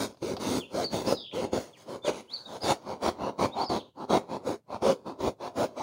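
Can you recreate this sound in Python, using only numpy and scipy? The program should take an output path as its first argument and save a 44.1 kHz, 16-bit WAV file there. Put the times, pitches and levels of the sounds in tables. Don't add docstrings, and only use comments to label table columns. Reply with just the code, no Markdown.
import sys
import numpy as np
from scipy import signal
from scipy.fft import rfft, irfft, next_fast_len
from scipy.io import wavfile
from scipy.ndimage import uniform_filter1d, map_coordinates

SR = 44100
rng = np.random.default_rng(int(sys.argv[2]) if len(sys.argv) > 2 else 0)


def dump(signal):
    limited = np.clip(np.atleast_2d(signal).T, -1, 1)
    pcm = np.round(limited * 32767).astype(np.int16)
    wavfile.write(sys.argv[1], SR, pcm)


N = 257014


def amp(db):
    return 10 ** (np.asarray(db) / 20)


def unit(x):
    return x / np.sqrt(np.mean(x ** 2) + 1e-20)


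def along(points, hz):
    point_hz, values = np.transpose(points)
    return np.interp(np.log(hz + 1), np.log(point_hz + 1), values)


def wobble(rate_hz):
    knots = rng.standard_normal(int(N * rate_hz / SR) + 4)
    return map_coordinates(knots, [np.arange(N) * rate_hz / SR])


def filtered(x, response):
    size = next_fast_len(N + SR // 2)
    return irfft(rfft(x, size) * response(np.fft.rfftfreq(size, 1 / SR)), size)[:N]


def low_band(x, cutoff_hz, slope):
    return filtered(x, lambda hz: 1 / (1 + (hz / cutoff_hz) ** slope))


def ring(x, spectrum, size=4096):
    gain = np.maximum(amp(along(spectrum, np.fft.rfftfreq(size, 1 / SR))), 1e-6)
    cepstrum = irfft(np.log(gain))
    cepstrum[1:size // 2] *= 2
    cepstrum[size // 2 + 1:] = 0
    return signal.fftconvolve(x, irfft(np.exp(rfft(cepstrum))))[:N]


def steady(x, span_s):
    width = int(span_s * SR) + 1
    power = uniform_filter1d(uniform_filter1d(x ** 2, width), width)
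    return x / np.sqrt(np.abs(power) + 1e-4 * np.mean(x ** 2))


def still_air():
    # frequency in Hz, relative level in dB.
    spectrum = [(25, -24), (120, 13.5), (600, -7), (2000, -23), (4500, -23.5), (15000, -29)]
    return amp(-66) * unit(ring(rng.standard_normal(N), spectrum))


def room(x, build_s, t60_scale):
    # frequency in Hz, unscaled T60 in seconds.
    wall_decay = [(150, 0.63), (600, 0.36), (1600, 0.51), (4000, 0.31), (12000, 0.12)]
    hz, t, noise = signal.stft(rng.standard_normal(SR), SR, nperseg=256)
    t60_s = t60_scale * along(wall_decay, hz)[:, None]
    envelope = amp(-60 * t / t60_s) * (1 - np.exp(-(t / build_s) ** 2))
    tail = signal.istft(noise * envelope, SR, nperseg=256)[1]
    return signal.fftconvolve(x, tail / np.linalg.norm(tail))[:N]


def bird():
    # start, crest and end in seconds, pitch at each of the three in Hz,
    # relative crest level in dB, swell before the crest in dB, fade after it in dB.
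    chirps = [ (.585, .602, .65, 3590, 3500, 2630, -44, 15.5, 8),
              (0.816, .848, 0.9, 3550, 4667, 4190, -29.5, 28, 22),
              (1.06, 1.074, 1.23, 4340, 5286, 4670, -40.5, 5, 13.5),
              (1.136, 1.183, 1.41, 4420, 3684, 2894, -44, 13, 11),
              (1.728, 1.737, 1.775, 3452, 3480, 1840, -56.5, 6, 12),
              (2.02, 2.052, 2.097, 3508, 3612, 2418, -43.5, 15, 5),
              (2.276, 2.34, 2.376, 2876, 4650, 4040, -33, 32, 14),
              (2.45, 2.46, 2.52, 3610, 3800, 3518, -41, 16, 25),
              (2.605, 2.619, 2.658, 4390, 5088, 4550, -46, 8, -5.5),
              (3.511, 3.535, 3.56, 3422, 3782, 3700, -43.5, 19, 16),
              (3.577, 3.622, 3.64, 4110, 4560, 4637, -38.5, 11.5, 8),
              (3.636, 3.682, 3.815, 5400, 4750, 3338, -43.5, 10, 12)]
    rise_bend, fall_bend, fade_bend, ramp_s = 1.3, 1.4, 0.57, 0.003
    song, t = np.zeros(N), np.arange(N) / SR
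    waver, flutter = wobble(600), amp(1.3 * wobble(140))
    for start, crest, end, first_hz, crest_hz, last_hz, crest_db, swell_db, fade_db in chirps:
        on = (t > start) & (t < end)
        age_s, rising = t[on] - start, t[on] < crest
        height = np.interp(t[on], [start, crest, end], [0, 1, 0])
        edge_hz = np.where(rising, first_hz, last_hz)
        pitch_hz = edge_hz + (crest_hz - edge_hz) * height ** np.where(rising, rise_bend, fall_bend)
        level_db = crest_db - np.where(rising, swell_db, fade_db) * (1 - height) ** fade_bend
        ramp = np.clip(np.minimum(age_s, end - t[on]) / ramp_s, 0, 1)
        drop = 1 - pitch_hz / np.maximum.accumulate(pitch_hz)
        hoarse = 0.0096 + np.clip(2.2 * drop * age_s, 0, 0.09)
        phase = 2 * np.pi * np.cumsum(pitch_hz * (1 + hoarse * waver[on])) / SR
        song[on] += amp(level_db) * ramp * flutter[on] * np.sin(phase)
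    smeared = room(song, build_s=0.0015, t60_scale=0.26)
    echo = np.interp(t - 0.052, t, smeared, left=0)
    reverb = room(song, build_s=0.039, t60_scale=1.0)
    return amp(4.5) * song + amp(0.5) * smeared + amp(-9.5) * echo + amp(-8.5) * reverb


def snags():
    # start in seconds, relative level in dB.
    catches = [(.145, -52), (.171, -50), (.367, -30), (2.822, -51), (3.763, -31)]
    bursts, t = np.zeros(N), np.arange(SR // 10) / SR
    for start, level_db in catches:
        tick = amp(level_db - 6 - 60 * t / 0.03)
        scrape = amp(level_db - 15 - 60 * t / 0.15)
        bursts[round(start * SR):][:len(t)] += (tick + scrape) * rng.standard_normal(len(t))
    spectrum = [(150, -21), (700, 18.5), (2000, -4.5), (4800, 5.5), (7000, -18.5), (15000, -21)]
    return ring(bursts, spectrum)


def cardboard(x):
    # time in seconds, bass gain in dB.
    contact = [(0, 5), (1.9, -1), (2.6, 2), (3.5, -1), (4.4, -4.5), (5.4, -2)]
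    bass_db = np.interp(np.arange(N) / SR, *np.transpose(contact))
    return x + (amp(bass_db) - 1) * low_band(x, cutoff_hz=130, slope=4)


def sawing(layer, sag_db, release_s, extra_tail_db, fade_db_per_s, bite_share):
    # start and end in seconds, attack in seconds per 20 dB, levels of
    # grunt, crunch and hiss in dB, pressure growth along the stroke in dB, relative tail level in dB.
    strokes = [(0.003, 0.061, 0.039, -32.5, -39.5, -41.0, -5.0, -15.0),
               (0.225, 0.336, 0.015, -33.0, -44, -51, -0.5, -9.0),
               (0.403, 0.483, 0.016, -36.5, -41.5, -47.5, 2.5, -13.5),
               (0.467, 0.586, 0.019, -29.5, -40.5, -43, 3.5, -15.5),
               (0.747, 0.844, 0.043, -30.0, -38, -46.5, 1.5, -17.0),
               (0.928, 1.021, 0.031, -33.0, -40.0, -47, -1.5, -15.5),
               (1.056, 1.129, 0.047, -28.5, -36, -45.5, 9, -15.5),
               (1.344, 1.45, 0.021, -30.5, -38, -52, 3.0, -14.0),
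               (1.53, 1.582, 0.015, -28.5, -36.5, -46.5, 1.5, -16.0),
               (1.591, 1.68, 0.019, -64.5, -56, -56.5, -9, -6.0),
               (1.773, 1.834, 0.021, -61.0, -60, -62.5, 1.0, -10.0),
               (1.891, 1.964, 0.04, -38.0, -44.5, -58, 0.0, -14.5),
               (2.051, 2.097, 0.018, -30.5, -34, -46.5, 7.5, -11.5),
               (2.109, 2.208, 0.016, -48.5, -51.0, -57, 2.5, -16.5),
               (2.303, 2.459, 0.011, -60.0, -58, -65, -5, -15.5),
               (2.473, 2.571, 0.026, -44.5, -45.5, -58.5, 9, -17.0),
               (2.645, 2.721, 0.033, -28.0, -28, -40.5, 6.0, -19.0),
               (2.867, 2.937, 0.039, -38.5, -37.5, -60.5, 4.0, -10.5),
               (3.024, 3.09, 0.024, -30.0, -30.0, -48, 12.5, -16.5),
               (3.206, 3.297, 0.048, -34.5, -34.5, -61, 5.0, -13.0),
               (3.392, 3.455, 0.015, -27.5, -28, -47.5, 8.5, -16.0),
               (3.564, 3.64, 0.044, -35.5, -30.0, -58, 5.5, -14.0),
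               (3.696, 3.777, 0.00698, -29.0, -32.5, -50, 1.0, -19.0),
               (3.982, 4.045, 0.044, -40.0, -39, -68.5, 6.0, -14.0),
               (4.102, 4.175, 0.017, -25.0, -26.5, -47, 5.5, -19.5),
               (4.305, 4.369, 0.035, -36.5, -38, -61.5, 3.5, -12.5),
               (4.471, 4.554, 0.033, -32.5, -40, -54, -8, -27.0),
               (4.703, 4.764, 0.033, -40.5, -37.5, -65, 6.5, -15.0),
               (4.824, 4.92, 0.012, -25.5, -30.5, -48, 8.0, -21.5),
               (5.066, 5.121, 0.021, -39.0, -41, -65.5, -3, -12.0),
               (5.204, 5.286, 0.02, -28.0, -35, -51, 8.5, -20.0),
               (5.412, 5.48, 0.031, -39.5, -37, -59.5, 6.5, -14.5),
               (5.569, 5.645, 0.021, -26.5, -31.5, -47.0, 6.0, -19.0),
               (5.776, 5.835, 0.023, -36, -35.0, -56, 4.0, -13)]
    # time in seconds, depth in dB.
    dips = [(.16, -8), (.68, -5), (1.279, -8), (3.93, -20), (4.635, -20), (5.365, -9)]
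    # time in seconds, unscaled dip before and jump after in dB.
    bites = [(.221, 8), (0.741, 5), (.932, 5.5), (1.072, 6), (1.123, 8), (1.528, 8), (2.044, 4), (2.078, 7),
             (3.389, 1.5), (3.697, 5), (4.1, 3), (4.132, 4.5), (4.473, 3.5), (4.684, 4), (4.819, 3.5),
             (5.231, 3.5), (5.401, 5), (5.797, 2.5)]
    tail_onset_s, dip_s, bite_s = 0.03, 0.025, 0.01393
    column = ("grunt", "crunch", "hiss").index(layer)
    t = np.arange(0, N, 32) / SR
    power = np.zeros(len(t))
    for start, end, attack_s, *levels_db, growth_db, tail_level_db in strokes:
        travel = 2 * np.clip((t - start) / (end - start), 0, 1) - 1
        before_s, left_s, after_s = np.maximum([start - t, end - t, t - end], 0)
        arch_db = growth_db * travel / 2 - sag_db * travel ** 2
        cut_db = arch_db - 20 * before_s / attack_s - 20 * after_s / release_s
        tail_db = tail_level_db + extra_tail_db - fade_db_per_s * after_s - 20 * left_s / tail_onset_s
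        power += amp(levels_db[column] + cut_db) ** 2 + amp(levels_db[column] + tail_db) ** 2
    dip_db = sum(depth_db * np.exp(-((t - at) / dip_s) ** 2) for at, depth_db in dips)
    bite_db = sum(jump_db * np.sign(t - at) * np.exp(-np.abs(t - at) / bite_s) for at, jump_db in bites)
    level_db = 10 * np.log10(power + 1e-20) + dip_db + bite_share * uniform_filter1d(bite_db, size=4)
    return np.interp(np.arange(N) / SR, t, level_db)


def stick_slip(rate_hz, scatter_periods, spread_db):
    at = np.flatnonzero(np.diff(np.floor(np.cumsum(rate_hz) / SR)))
    shift, size = rng.standard_normal((len(at), 2)).T
    at = np.clip(at + scatter_periods * shift * SR / rate_hz[at], 0, N - 1).astype(int)
    return np.bincount(at, amp(spread_db * size), N)


def shifting_peaks(x, depth_db):
    spectra = signal.stft(x, nperseg=512)[2]
    field = uniform_filter1d(rng.standard_normal(spectra.shape), size=3, axis=0)
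    field = uniform_filter1d(field, size=26, axis=1)
    return signal.istft(spectra * unit(amp(depth_db * unit(field))), nperseg=512)[1][:N]


def tearing(slips, spectrum, burst_s, floor, spread_db):
    t = np.arange(SR // 20) / SR
    crowding = unit(signal.fftconvolve(slips, np.exp(-t / burst_s))[:N])
    cracks = rng.standard_normal(N) * amp(spread_db * rng.standard_normal(N))
    crackle = ring(cracks * (crowding + floor), spectrum)
    return steady(shifting_peaks(crackle, depth_db=3.5), span_s=0.011)


def groan(jitter, rough_db):
    # start, crest and end in seconds, edge and crest pitch in Hz, share of the block's power.
    groans = [ (0.221, 0.299, 0.32, 270, 567, 0.68), (.735, 0.807, .85, 340.1, 729.2, 0.51),
              (1.114, 1.13, 1.148, 480, 554.2, 0.5), (1.343, 1.396, 1.42, 400.1, 540, 0.72),
              (2.044, 2.092, 2.09, 566.2, 597.5, 0.72), (2.668, 2.706, 2.8, 599, 849, 0.3),
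              (3.051, 3.086, 3.08, 563.3, 850, 0.32), (3.558, 3.611, 3.74, 640.4, 892.4, 0.36),
              (4.12, 4.143, 4.19, 395.4, 800.7, 0.18), (4.849, 4.879, 5.01, 431, 561.3, 0.43),
              (5.403, 5.454, 6.25, 399.4, 713.3, 0.42), (5.582, 5.631, 5.67, 398, 703.5, 0.42),
              (5.766, 5.807, 6.34, 349.4, 827, 0.61)]
    t = np.arange(N) / SR
    pitch_hz, share = np.full(N, 500.), np.zeros(N)
    for start, crest, end, edge_hz, crest_hz, locked in groans:
        on = (t > start) & (t < end)
        arc = np.interp(t[on], [start, crest, end], [-1, 0, 1])
        pitch_hz[on] = crest_hz + (edge_hz - crest_hz) * np.abs(arc) ** 1.3
        share[on] = locked * (1 - arc ** 8)
    phase = 2 * np.pi * np.cumsum(pitch_hz * (1 + jitter * wobble(450))) / SR
    return unit(np.sin(phase) * amp(rough_db * wobble(220))), share


def foam_block(slips, grunt_db, crunch_db):
    # frequency in Hz, relative level in dB.
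    spectrum = [(21, -85), (35, -21.5), (92, -4), (172, -5), (212, 1), (305, 0), (389, 1.5), (463, -2),
                (522, 2.5), (726, -4.5), (1030, -3.5), (1180, -12), (1400, -12.5), (1670, -31), (2200, -36),
                (2860, -75), (4840, -120)]
    knocks = slips - uniform_filter1d(slips, SR // 50)
    block = shifting_peaks(ring(knocks, spectrum), depth_db=2.5)
    low = low_band(block, cutoff_hz=650, slope=8)
    high = low_band(block - low, cutoff_hz=1380, slope=10)
    grunt = amp(grunt_db - 0.08) * steady(low, span_s=0.019)
    crunch = amp(crunch_db - 1.0) * steady(high, span_s=0.023)
    tone, share = groan(jitter=0.08704, rough_db=3.0)
    tone *= np.hypot(amp(grunt_db), amp(crunch_db))
    return np.sqrt(1 - share) * (grunt + crunch) + np.sqrt(share) * tone


def knife():
    # frequency in Hz, relative level in dB.
    rub_spectrum = [(800, -22.5), (1250, 8), (1500, 6.5), (1850, -2.5), (2200, 2), (2750, -2), (3400, 2),
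                    (4500, 2.5), (5200, -8.5), (5700, -2.5), (6500, -41), (12000, -36)]
    cell_spectrum = [(1200, -25), (2200, -1.5), (3000, -27), (4500, 4), (5600, 0.5), (6600, 5),
                     (7600, -6.5), (9500, -2), (11500, -12.5), (13800, -17.5), (15200, -8)]
    grunt_db = sawing("grunt", sag_db=1.5, release_s=0.028, extra_tail_db=4.2,
                      fade_db_per_s=130, bite_share=1.05)
    crunch_db = sawing("crunch", sag_db=2.2, release_s=0.019, extra_tail_db=2.4,
                       fade_db_per_s=152, bite_share=0.51)
    hiss_db = sawing("hiss", sag_db=3, release_s=0.0377, extra_tail_db=-6,
                     fade_db_per_s=83, bite_share=0.13)
    slip_hz = np.clip(800 * amp(-0.2 * (grunt_db + 30)), 300, 2000)
    slips = stick_slip(slip_hz, scatter_periods=1.078, spread_db=3.5)
    body = foam_block(slips, grunt_db, crunch_db)
    rub_db = 0.44 * crunch_db + 0.6 * hiss_db + 3.0
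    rub = amp(rub_db) * tearing(slips, rub_spectrum, burst_s=0.0025, floor=0.96, spread_db=2.5)
    hiss = amp(hiss_db + 3.0) * tearing(slips, cell_spectrum, burst_s=0.0016, floor=0.97, spread_db=1.0)
    return body + rub + hiss


def scene():
    cutting = cardboard(knife()) * amp(wobble(30))
    cutting += snags()
    air = still_air()
    reverb = amp(-27) * room(cutting, build_s=0.0014, t60_scale=0.35)
    return (cutting + reverb + bird() + air)[None]


def record(dry):
    threshold_db, low_cut_hz, top_hz = -62, 38, 15750
    rms = np.sqrt(np.abs(uniform_filter1d(dry[0] ** 2, SR // 50)))
    gain = rms / np.hypot(rms, amp(threshold_db))
    return filtered(dry[0] * gain, lambda hz: (hz < top_hz) * hz / np.hypot(hz, low_cut_hz))[None]


dry = scene()
out = record(dry)
dump(out)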